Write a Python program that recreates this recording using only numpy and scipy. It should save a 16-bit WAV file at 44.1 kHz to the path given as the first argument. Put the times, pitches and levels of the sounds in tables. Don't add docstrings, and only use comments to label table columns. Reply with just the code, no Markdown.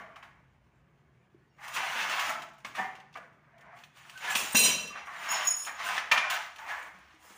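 import sys
import numpy as np
from scipy import signal
from scipy.fft import rfft, irfft, next_fast_len
from scipy.io import wavfile
from scipy.ndimage import uniform_filter1d, map_coordinates

SR = 44100
rng = np.random.default_rng(int(sys.argv[2]) if len(sys.argv) > 2 else 0)


def how_loud(loudness_db):
    steps = np.asarray(loudness_db, float) / 20
    return 10 ** steps


def waveform_to_disk(signal):
    frames = np.transpose(np.atleast_2d(signal))
    scaled = np.clip(frames, -1, 1) * 32767
    samples = np.round(scaled).astype(np.int16)
    wavfile.write(sys.argv[1], SR, samples)


N = 325017
TIME = np.arange(N) / SR
POWER_STEP = SR // 1000


def unit(x):
    return x / np.sqrt(np.mean(x ** 2) + 1e-20)


def along(points, hz):
    f, v = np.transpose(points)
    return np.interp(np.log(hz + 1), np.log(f + 1), v)


def after(s, length):
    return slice(round(s * SR), round((s + length) * SR))


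def wobble(rate, near=slice(None)):
    knots = rng.standard_normal(int(N * rate / SR) + 4)
    return map_coordinates(knots, [TIME[near] * rate])


def coloured(x, spectrum):
    m = next_fast_len(N + 8192)
    gain = how_loud(along(spectrum, np.fft.rfftfreq(m, 1 / SR)))
    return unit(irfft(rfft(x, m) * gain, m)[:N])


def shaken(spectrum, grain_db, modes_db):
    grains = rng.standard_normal(N) * how_loud(grain_db * wobble(700) + 0.5 * grain_db * wobble(60))
    z = signal.stft(grains, nperseg=1024)[2]
    field = uniform_filter1d(rng.standard_normal(z.shape), size=6, axis=1)
    modes = signal.istft(z * how_loud(modes_db * unit(field)), nperseg=1024)[1]
    return coloured(modes[:N], spectrum)


def dying(s, db, t60, rise, near=slice(None)):
    age = np.clip(TIME[near] - s, 0, None)
    return how_loud(db - 60 * age / max(t60, .01)) * (1 - np.exp(-age / rise))


def add_blow(out, s, db, modes, rise, share=1, flutter=.5, rate=40):
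    hz, level, t60 = np.transpose(modes)[:, :, None]
    t = TIME[after(0, np.clip(share * t60.max(), .03, .7))]
    luck = rng.standard_normal((len(modes), 2))
    knots = rng.standard_normal((2, len(modes), 80))
    in_step, aside = [np.array([np.interp(t * rate, np.arange(80), k) for k in part]) for part in knots]
    fall = how_loud(db + level + 0.42 * luck[:, :1] - 60 * t / np.clip(share * t60, .02, .7))
    phase = 2 * np.pi * hz * t + 3 * luck[:, 1:]
    ring = fall * ((1 + flutter * in_step) * np.sin(phase) + flutter * aside * np.cos(phase))
    out[round(s * SR):][:len(t)] += ring.sum(axis=0) * (1 - np.exp(-t / rise))


def single_modes(rows, rise, flutter, rate):
    out = np.zeros(N + SR)
    for s, db, hz, t60 in rows:
        add_blow(out, s, db, [(hz, 0, t60)], rise=rise, flutter=flutter, rate=rate)
    return out[:N]


def throbbing(lines, depth):
    out = np.zeros(N)
    first_peak_s = .014
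    for s, hz, db, t60, throb_hz in lines:
        near = after(s, .5)
        t = TIME[near] - s
        throb = 1 + depth * np.cos(2 * np.pi * throb_hz * (t - first_peak_s))
        out[near] += dying(s, db, t60, 0.0045, near) * throb * np.sin(2 * np.pi * hz * t)
    return out


# frequency in Hz, density in dB per Hz.
HUM_SPECTRUM = [(130, -32), (220, -10), (349, -3.5), (544, -21), (638, -17.5), (697, -11.5), (2130, -25),
                (2330, -23.5), (2550, -36), (4500, -39.5), (13700, -50), (14800, -41), (15450, -37.5)]
# nearest moment in seconds, width in seconds, rise in dB.
PASSES = [(0, 1, 7.4), (4.7, 0.2, 12), (5.87, 0.15, 4.9), (6.9, 0.51, 3.2)]


def background():
    traffic_db = -74 + sum(db * np.exp(-((TIME - s) / width) ** 2) for s, width, db in PASSES)
    fan_slows_s, fan_loses_db = 4.95, 11.5
    fan_db = -67.5 - fan_loses_db / (1 + np.exp((fan_slows_s - TIME) / .15))
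    hum = how_loud(-76 + 0.43 * wobble(2.1)) * shaken(HUM_SPECTRUM, grain_db=3, modes_db=-0.5)
    traffic = coloured(rng.standard_normal(N),
                       [(30, -48.0), (48, -5.0), (58, -4.5), (90, -8.5), (120, -31.0), (200, -91.5)])
    fan = coloured(rng.standard_normal(N),
                   [(90, -27.0), (125, -4), (148, -4.0), (175, -13.5), (240, -17.0), (400, -97.0)])
    return hum + how_loud(traffic_db) * traffic + how_loud(fan_db) * fan


def stroke(s, held, db, up, down):
    t = TIME[::POWER_STEP]
    return how_loud(db - up * np.clip(s - t, 0, None) - down * np.clip(t - s - held, 0, None)) ** 2


# start in seconds, held in seconds, body level in dB,
# edge in dB over body, grit in dB over body.
PULLS = [(0, 0.02, -47.5, -21.5, -39), (.162, 0.022, -54, -26, -38), (.229, 0.019, -55, -19.5, -37),
         (1.589, 0.034, -54.5, -30, -45), (1.765, 0.034, -33.5, -12.5, -42), (2.65, 0.063, -53, -13, -30),
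         (2.752, 0.026, -41, -13.5, -30), (2.784, 0.0077, -39.5, -21, -34), (2.955, .02, -71, -3, -37),
         (3.154, 0.016, -49.5, -25, -38), (4.355, 0.05, -40, -3.5, -11), (4.553, 0.13, -45, 5.5, -3.5),
         (4.632, 0.069, -41, -19, -41), (5.668, 0.022, -40, -16, -35), (6.12, 0.043, -29, -15, -39),
         (6.303, 0.048, -34.5, -9.5, -26)]
# start in seconds, held in seconds, body level in dB,
# edge in dB over body, grit in dB over body.
DRAGS = [(1.641, 0.099, -45.5, -14, -27), (1.842, .46, -36.5, -12.5, -28), (3.25, 0.47, -81, -25, -36),
         (3.77, 0.061, -68, -7, -17.5), (3.973, 0.41, -57.5, -8.5, -21.5), (4.251, 0.039, -36, -12.5, -29),
         (5.11, 0.13, -52, -31, -46), (5.36, 0.061, -36.5, -9, -26.5), (5.56, 0.093, -60.5, -8, -4),
         (5.855, 0.035, -53.5, 1, -7), (7.21, .04, -66, -12, -18), (5.805, 0.19, -37.5, -12.5, -36),
         (6.18, 0.087, -39, -15, -55), (6.6, 0.039, -47, -18, -36), (6.691, 0.028, -36, -17.5, -33.5),
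         (6.76, 0.11, -49.5, -19.5, -30), (6.95, 0.2, -63, -10, -31), (7.25, .13, -59.5, -13.5, -15)]
# peak in seconds, seconds to gain 20 dB, body level in dB,
# edge in dB over body, grit in dB over body.
SWELLS = [(1.749, 0.0284, -44.5, -3, -12), (2.0, 0.1361, -37, -7.5, -29), (2.13, 0.19, -36, -11, -33),
          (2.218, 0.0721, -36.5, -9, -25), (3.74, 0.34, -52.5, -25, -57), (4.209, -0.12, -48, -12, -27.5),
          (4.307, 0.0246, -40, -9, -15.5), (4.52, 0.26, -44.5, -8, -17.5), (4.97, 0.08, -42, -16, -54),
          (5.089, -0.3, -43.5, -31, -52), (5.339, 0.2255, -32, -13.5, -28.5), (5.89, -1.52, -35, -13, -30),
          (6.59, -0.4, -55, -8, -18), (7.3, -3, -58, -6.5, -25.5)]
# start in seconds, held in seconds, boom level in dB.
WOBBLES = [(0, 0.051, -59), (1.759, 0.063, -52.5), (1.96, 0.12, -52), (2.28, 0.12, -58), (2.65, 0.039, -60),
           (2.783, 0.0082, -45.5), (3.155, 0.017, -57.5), (3.6, 0.14, -66.5), (4.24, 0.069, -55),
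           (4.356, 0.027, -47), (4.551, 0.0042, -36.5), (4.58, 0.02, -51), (4.632, 0.058, -41),
           (4.84, 0.076, -54), (5.17, 0.28, -60.5), (5.665, 0.032, -58), (5.8, 0.27, -60),
           (6.117, 0.044, -55.5), (6.64, 0.25, -62), (7.25, .12, -68)]
# body, edge, grit and boom, in dB per second.
FADE_DB_PER_S = [106, 138.4, 138, 97]


def movements():
    grip, ease = 2505.5, 399
    moves = [(s, held, grip, *dbs) for s, held, *dbs in PULLS]
    moves += [(s, held, ease, *dbs) for s, held, *dbs in DRAGS]
    moves += [(s, 0, 20 / max(gain_s, .01), *dbs) for s, gain_s, *dbs in SWELLS]
    layers = []
    for k in range(3):
        layers.append(sum(stroke(s, held, db + [0, *over][k], up, FADE_DB_PER_S[k])
                          for s, held, up, db, *over in moves))
    layers.append(sum(stroke(*row, grip, FADE_DB_PER_S[-1]) for row in WOBBLES))
    return np.array([np.interp(TIME, TIME[::POWER_STEP], power) for power in layers])


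# frequency in Hz, density in dB per Hz.
BODY_SPECTRUM = [(210, -51), (350, -39), (480, -20), (663, -3.5), (714, -1), (1230, 2), (1370, -2.5),
                 (1470, 2), (2250, -1.5), (3200, -26.5), (4160, -43), (7040, -120)]
# frequency in Hz, density in dB per Hz.
EDGE_SPECTRUM = [(1530, -22), (2600, 2), (3080, -0.5), (3840, -7.5), (4950, -11.5), (6180, -11.5),
                 (8000, -26), (10400, -27), (17600, -120)]
# frequency in Hz, density in dB per Hz.
GRIT_SPECTRUM = [(4120, -18.5), (7000, -3.5), (7820, -11), (9330, -8.5), (10200, -13), (13300, -19),
                 (14600, -10.5), (14900, -7), (15500, -6.5), (16000, -21)]
# frequency in Hz, density in dB per Hz.
BOOM_SPECTRUM = [(53, -48.5), (90, -32.5), (183, 1), (332, -6), (366, -2.5), (423, -3.5), (520, -1.5),
                 (680, -1.5), (1140, -120)]
# body, edge, grit and boom, in dB.
REST_DB = [-75.5, -84, -92.5, -77.5]
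# start in seconds, body peak in dB, edge in dB over body, grit in dB over body.
SLAPS = [(0.159, -34.5, -13.5, -32), (0.227, -32, -15, -30), (1.583, -54, -30, -32), (1.764, -30, -5, -16),
         (2.293, -14.5, -31, -24), (2.647, -22.5, -16, -38), (2.782, -29, -26, -35),
         (3.155, -24.5, -26, -41), (4.352, -16, -3, -13.5), (4.547, -13, -13, -8),
         (4.953, -26.5, -30.5, -42), (5.071, -22.5, -26, -40), (5.664, -40.5, -20, -13.5),
         (6.1151, -5, -11.5, -26.5), (6.175, -15.5, -5, -36), (6.3, -24, -2.5, -6)]
# start in seconds, edge peak in dB, grit in dB over edge.
TICKS = [(1.6462, -58, -22), (1.6801, -35, -12), (1.9305, -35, -21.5), (2.0962, -28, -18),
         (2.1952, -26.5, -15), (2.4199, -38, -18), (2.485, -54, -14), (2.535, -60, -13), (2.582, -58, -10),
         (2.601, -54, -17), (2.952, -46, -19), (3, -47.5, -24), (3.1274, -54, -22), (3.14, -47.5, -30),
         (3.1712, -44, -20.5), (3.328, -66, -19), (3.581, -55.5, -17), (3.609, -57, -14),
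         (3.7694, -57, -12), (3.788, -50.5, -22), (3.837, -43.5, -20), (4.0956, -39, -17),
         (4.875, -39, -11), (4.175, -38, -15.5), (5.2296, -45, -20), (5.7928, -37, -23), (5.85, -44, -8.5),
         (5.9785, -25.5, -27), (6.56, -41.5, -17), (6.584, -37.5, -30), (6.6643, -48, -18),
         (6.8254, -44.5, -13), (6.985, -63, -7), (7.145, -62, -11.5), (7.225, -54, -13)]
# start in seconds, edge peak in dB, grit in dB over edge.
CLINKS = [(5.287, -39.5, -10.5), (5.314, -40.5, -9.5), (5.472, -40, -0.5), (5.556, -48, -5),
          (5.493, -48.5, -3.5), (5.602, -47, -8), (5.65, -40, -8)]


def sheet():
    layer_gain = how_loud([[0.1], [7.0], [13.0], [-2.5]])
    body, edge, grit, boom = movements() * layer_gain ** 2 + how_loud(REST_DB)[:, None] ** 2
    for s, db, edge_db, grit_db in SLAPS:
        near = after(s, .3)
        body[near] += dying(s, db - 13.0, t60=0.088, rise=0.0015, near=near) ** 2
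        edge[near] += dying(s, db + edge_db - 6.5, t60=0.13, rise=0.00029, near=near) ** 2
        grit[near] += dying(s, db + grit_db - 6.5, t60=0.21, rise=0.000304, near=near) ** 2
    for s, db, grit_db in TICKS + CLINKS:
        near = after(s, .15)
        edge[near] += dying(s, db - 6.5, t60=0.065, rise=0.0004, near=near) ** 2
        grit[near] += dying(s, db + grit_db, t60=0.12, rise=.0003, near=near) ** 2
    judder = 0.65 * wobble(25)
    bending = np.sqrt(body) * how_loud(judder) * shaken(BODY_SPECTRUM, grain_db=0.8, modes_db=3.0)
    scraping = np.sqrt(edge) * how_loud(2.0 * judder) * shaken(EDGE_SPECTRUM, grain_db=1.0, modes_db=-2.5)
    crunching = np.sqrt(grit) * how_loud(2.0 * judder) * shaken(GRIT_SPECTRUM, grain_db=0.5, modes_db=-5.0)
    flexing = np.sqrt(boom) * shaken(BOOM_SPECTRUM, grain_db=4.0, modes_db=4.0)
    return bending + scraping + crunching + flexing


# start in seconds, level in dB, frequency in Hz, t60 in seconds.
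CREAKS = [(2.295, -42, 677, 0.46), (0, -56, 662, 0.61), (0, -53, 1143, 0.26), (.002, -53, 1410, 0.25),
          (2.296, -35.5, 1313, 0.28), (2.3, -45.5, 873, 0.4), (3.156, -52, 672, 0.22),
          (3.53, -63.5, 676, 0.55), (3.75, -53, 800, 0.1), (4.246, -47, 1518, .4),
          (4.27, -38.5, 1720, 0.34), (4.3, -42.5, 1680, .2), (6.116, -30, 2393, 0.33),
          (6.116, -36, 1002, 0.27), (6.7, -45, 1703, .3), (3.66, -59, 669, 0.4), (3.73, -50, 686, 0.088),
          (4.152, -44, 1523, 0.17), (4.629, -41.5, 1008, 0.37), (4.635, -47, 607, 0.14),
          (4.901, -48, 1190, 0.41), (5.066, -41.5, 1114, 0.15), (6.587, -49, 900, 0.38),
          (7.21, -74, 4400, 0.11)]
# start in seconds, level in dB, frequency in Hz, t60 in seconds.
SQUEAKS = [(1.2, -76.5, 2400, 0.25), (1.24, -82, 2500, .2), (1.37, -93, 4300, .3), (1.47, -85, 4600, 0.18),
           (1.495, -88, 5550, .3), (1.51, -79, 2800, .2), (1.52, -86, 5280, .2)]


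def creaks():
    return single_modes(CREAKS + SQUEAKS, rise=0.0059, flutter=1.7, rate=95)


# start in seconds, level in dB.
KNOCKS = [(0.158, -53), (0.2258, -50), (1.584, -67), (1.752, -41), (2.097, -41), (2.1942, -33),
          (2.2939, -37), (3.836, -54), (4.052, -52), (4.0954, -51), (5.071, -52), (5.9788, -26.5),
          (6.1137, -26), (6.122, -25), (6.1767, -20.5), (6.299, -38), (6.6963, -46)]
# frequency in Hz, level in dB, t60 in seconds.
SNAP_MODES = [(800, -17, 0.019), (1283, 1, 0.027), (1773, 4, 0.03), (2500, -3.5, .02), (3180, -4.5, .02)]


def grain_snaps():
    out = np.zeros(N + SR)
    for s, db in KNOCKS:
        add_blow(out, s, db, SNAP_MODES, rise=0.00035, flutter=0.63, rate=97)
    return out[:N]


# start in seconds, peak in dB, frequency in Hz, t60 in seconds.
THUDS = [(1.346, -48, 350, 0.046), (2.289, -48, 246, 0.17), (2.647, -47, 239, 0.11),
         (2.789, -45, 223, 0.11), (3.151, -55, 263, 0.097), (4.355, -27.5, 218, 0.05),
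         (4.546, -23.5, 227, 0.077), (4.547, -27, 604, 0.022), (4.637, -42, 206, 0.15),
         (6.296, -57, 170, 0.019), (7.139, -58.5, 312, 0.23)]


def tile_thuds():
    return single_modes(THUDS, rise=0.0019, flutter=0.43, rate=17)


# start in seconds, level in dB.
CLACKS = [(2.648, -57), (2.753, -59)]
# frequency in Hz, level in dB, t60 in seconds.
BLADE_MODES = [(5001, -13, 2.6), (5690, -9, 0.35), (5792, -5, 0.16), (6578, -9, 0.4), (6971, -8, 0.4),
               (7700, -3, 0.2), (8183, -13, 0.34), (8850, -8, 0.38), (9570, -4, 0.1), (9895, -25, 0.18),
               (14960, -6, 0.17)]


def blade_clacks():
    out = np.zeros(N + SR)
    for s, db in CLACKS:
        add_blow(out, s, db, BLADE_MODES, rise=0.0015, share=1.0, flutter=0.5, rate=70)
    return out[:N]


# start in seconds, peak in dB.
FLEXES = [(2.783, -18.5), (2.847, -31), (2.872, -31.5)]
# frequency in Hz, level in dB, t60 in seconds.
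CORNER_MODES = [(727, -5, 0.22), (790, -6, 0.26), (853, -8, 0.27), (965, -1, 0.16), (1172, -9, 0.26),
                (1285, -16, 0.17), (1660, -15, .2), (1785, 1.5, 0.12), (1943, -12, 0.32), (2105, -14, 0.28),
                (2330, -12, .21), (2500, -13, .15), (2800, -18, 0.28), (2934, -24, 0.23)]
# start in seconds, frequency in Hz, level in dB,
# t60 in seconds, throbs a second.
TWANGS = [(2.79, 760, -32.5, 0.35, 20.2), (2.84, 2105, -44, 0.26, 14), (2.785, 1790, -36, 0.22, 37)]


def corner():
    out = np.zeros(N + SR)
    for s, db in FLEXES:
        add_blow(out, s, db - 9.5, CORNER_MODES, rise=0.0083, share=0.72, flutter=0.78, rate=54.0)
    return out[:N] + throbbing(TWANGS, depth=0.82)


# start in seconds, frequency in Hz, level in dB, t60 in seconds, throbs a second.
RAPS = [(4.545, 1010, -23, 0.04, 0), (4.545, 820, -23.5, 0.037, 0), (4.351, 950, -30, 0.046, 0)]


def tile_raps():
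    return throbbing(RAPS, depth=0)


# start in seconds, peak in dB, extra level of the handle modes in dB.
DROPS = [(4.3548, -19, -15.5), (4.5188, -29, -13), (4.55, -16.5, 5.5), (4.564, -6.5, -6.5),
         (4.5894, -8, -5.5), (4.6014, -18, -9.5), (4.634, -9.5, 0), (4.6556, -18, -17), (4.689, -33.5, -22),
         (4.738, -36.5, 14.5), (4.8738, -50, 9), (5.055, -48.5, 3)]
SNIPS_HZ = [2500, 2711, 2982, 3051, 3112, 3805, 3839, 4050, 4086, 4915, 5044, 5744, 5803, 5849, 6422, 6750,
            7052, 7500, 7946, 8586, 8620, 8667, 8829, 9593, 9900, 10710, 11350, 11480, 12590, 12800, 14580,
            14980, 15440]
# level in dB, t60 in seconds.
SNIPS_MODES = [(-18.5, 0.82), (-12, 0.367), (-19, 0.38), (-12.5, 0.41), (-15.5, 0.4), (-13.5, 0.45),
               (-11.5, 0.32), (-4, 0.403), (-6, 0.38), (-15, 0.38), (-13.5, .45), (-10, 0.436), (-7.5, 0.3),
               (-3.5, 0.29), (-10.5, 0.38), (-9.5, 0.46), (-10.5, 0.32), (-11.5, 0.33), (-11, 0.21),
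               (-6.5, 0.36), (-24, 0.23), (-6, 0.19), (-6, 0.31), (-9, 0.2), (-13.5, 0.27), (-17, .35),
               (-22, 0.37), (-14.5, 0.25), (-15.5, 0.27), (-19, 0.33), (-12, 0.26), (-9, 0.22), (-7, 0.16)]
WAGGING_HZ = [2711, 4086]
# start in seconds, frequency in Hz, level in dB,
# t60 in seconds, throbs a second.
HANDLES = [(4.549, 2711, -24.5, 0.87, 21.7), (4.56, 4086, -31.5, 0.6, 34), (4.63, 3060, -35, 0.66, 42),
           (4.575, 1510, -46, 0.95, 14.3), (4.519, 8620, -37.5, 0.47, 55), (4.516, 14980, -43, 0.53, 40)]


def snips():
    out = np.zeros(N)
    near = slice(round(DROPS[0][0] * SR), round((DROPS[-1][0] + .4) * SR))
    t = TIME[near]
    s, db, handle_db = np.transpose(DROPS)[:, :, None]
    age = np.clip(t - s, 0, None)
    for hz, (level, t60) in zip(SNIPS_HZ, SNIPS_MODES):
        struck = db - 16.0 + level + handle_db * (hz < 6500) + 0.5 * rng.standard_normal(s.shape)
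        rings = how_loud(struck - 60 * age / t60) * (1 - np.exp(-age / 0.0022))
        crowd = hz / 70
        deep = 1.35 if hz > 6300 else .8
        swell = how_loud(4 * wobble(max(crowd, 60), near))
        beat = swell * np.sin(2 * np.pi * hz * t + 1.6 * deep * wobble(.8 * crowd, near))
        out[near] += np.sqrt(np.sum(rings ** 2, axis=0)) * beat * (hz not in WAGGING_HZ)
    return out + throbbing(HANDLES, depth=.9)


# start in seconds, main level in dB, low line in dB, high lines in dB.
ROCKS = [(5.285, -22, -40, -63), (5.301, -30, -50, -43), (5.312, -11, -48, -44), (5.334, -37, -41, -64),
         (5.372, -35, -50, -66), (5.41, -45, -49, -62), (5.433, -35, -52, -56), (5.448, -15, -55, -47),
         (5.468, -11, -37.5, -50), (5.499, -15, -44, -40.5), (5.532, -70, -50, -51), (5.555, -20, -58, -57),
         (5.578, -26, -49.5, -45), (5.62, -35, -60, -43.5), (5.675, -44, -70, -72)]
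# main, low and high lines, t60 in seconds.
ROCK_T60_S = [0.11, 0.33, 0.17]
# frequency in Hz, level in dB.
OFFCUT_MAIN = [(6910, -25), (6640, -28), (14900, -29)]
# frequency in Hz, level in dB.
OFFCUT_TOP = [(9760, -1), (8520, -11)]
TWINS_HZ = [6762, 6794]
# start in seconds, level in dB.
TWIN_BLOWS = [(5.282, -43), (5.298, -31.5), (5.431, -41), (5.466, -22.5), (5.56, -34.5), (5.616, -39),
              (5.672, -55)]


def offcut():
    out, near = np.zeros(N), after(5.25, .7)
    t = TIME[near]
    for k, lines in enumerate([OFFCUT_MAIN, [(5346, -3.5)], OFFCUT_TOP]):
        power = sum(dying(s, dbs[k], ROCK_T60_S[k], 0.0054, near) ** 2 for s, *dbs in ROCKS)
        for hz, db in lines:
            level = np.sqrt(power) * how_loud(db + 6.5 + 2.6 * wobble(105, near))
            out[near] += level * np.sin(2 * np.pi * hz * t + 1.4 * wobble(hz / 110, near))
    for s, db in TWIN_BLOWS:
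        low, high = 2 * np.pi * np.outer(TWINS_HZ, t - s)
        out[near] += dying(s, db, .33, 0.0032, near) * (np.sin(low) - 0.97 * np.sin(high))
    return out


# frequency in Hz, t60 in seconds.
ROOM_T60 = [(300, 0.7), (2000, 0.59), (6000, 0.58), (14000, 0.11)]


def room(x):
    hz, t, z = signal.stft(rng.standard_normal(int(.7 * SR)), SR, nperseg=256)
    tail = signal.istft(z * how_loud(-60 * t / along(ROOM_T60, hz)[:, None]), SR, nperseg=256)[1]
    delayed = np.pad(x, (300, 0))
    return signal.fftconvolve(delayed, tail / np.linalg.norm(tail))[:N]


def scene():
    distant = background()
    steel = sheet() + offcut()
    rings = creaks() + grain_snaps() + tile_thuds() + blade_clacks() + corner() + tile_raps() + snips()
    echoes = room(how_loud(-9.0) * rings + how_loud(-12.5) * steel)
    return (steel + rings + echoes + distant)[None]


def low_pass(x):
    return signal.sosfilt(signal.butter(12, 16500, fs=SR, output="sos"), x)


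def record(dry):
    hz = np.fft.rfftfreq(N, 1 / SR)
    top_hz, top_slope_hz, bass_hz = 15600, 170, 55.0
    treble_limit = np.clip((top_hz - hz) / top_slope_hz, 0, 1) ** 2
    bass_limit = hz ** 4 / (hz ** 4 + bass_hz ** 4)
    mix = irfft(rfft(dry) * treble_limit * bass_limit, N)
    return low_pass(mix)


dry = scene()
out = record(dry)
waveform_to_disk(out)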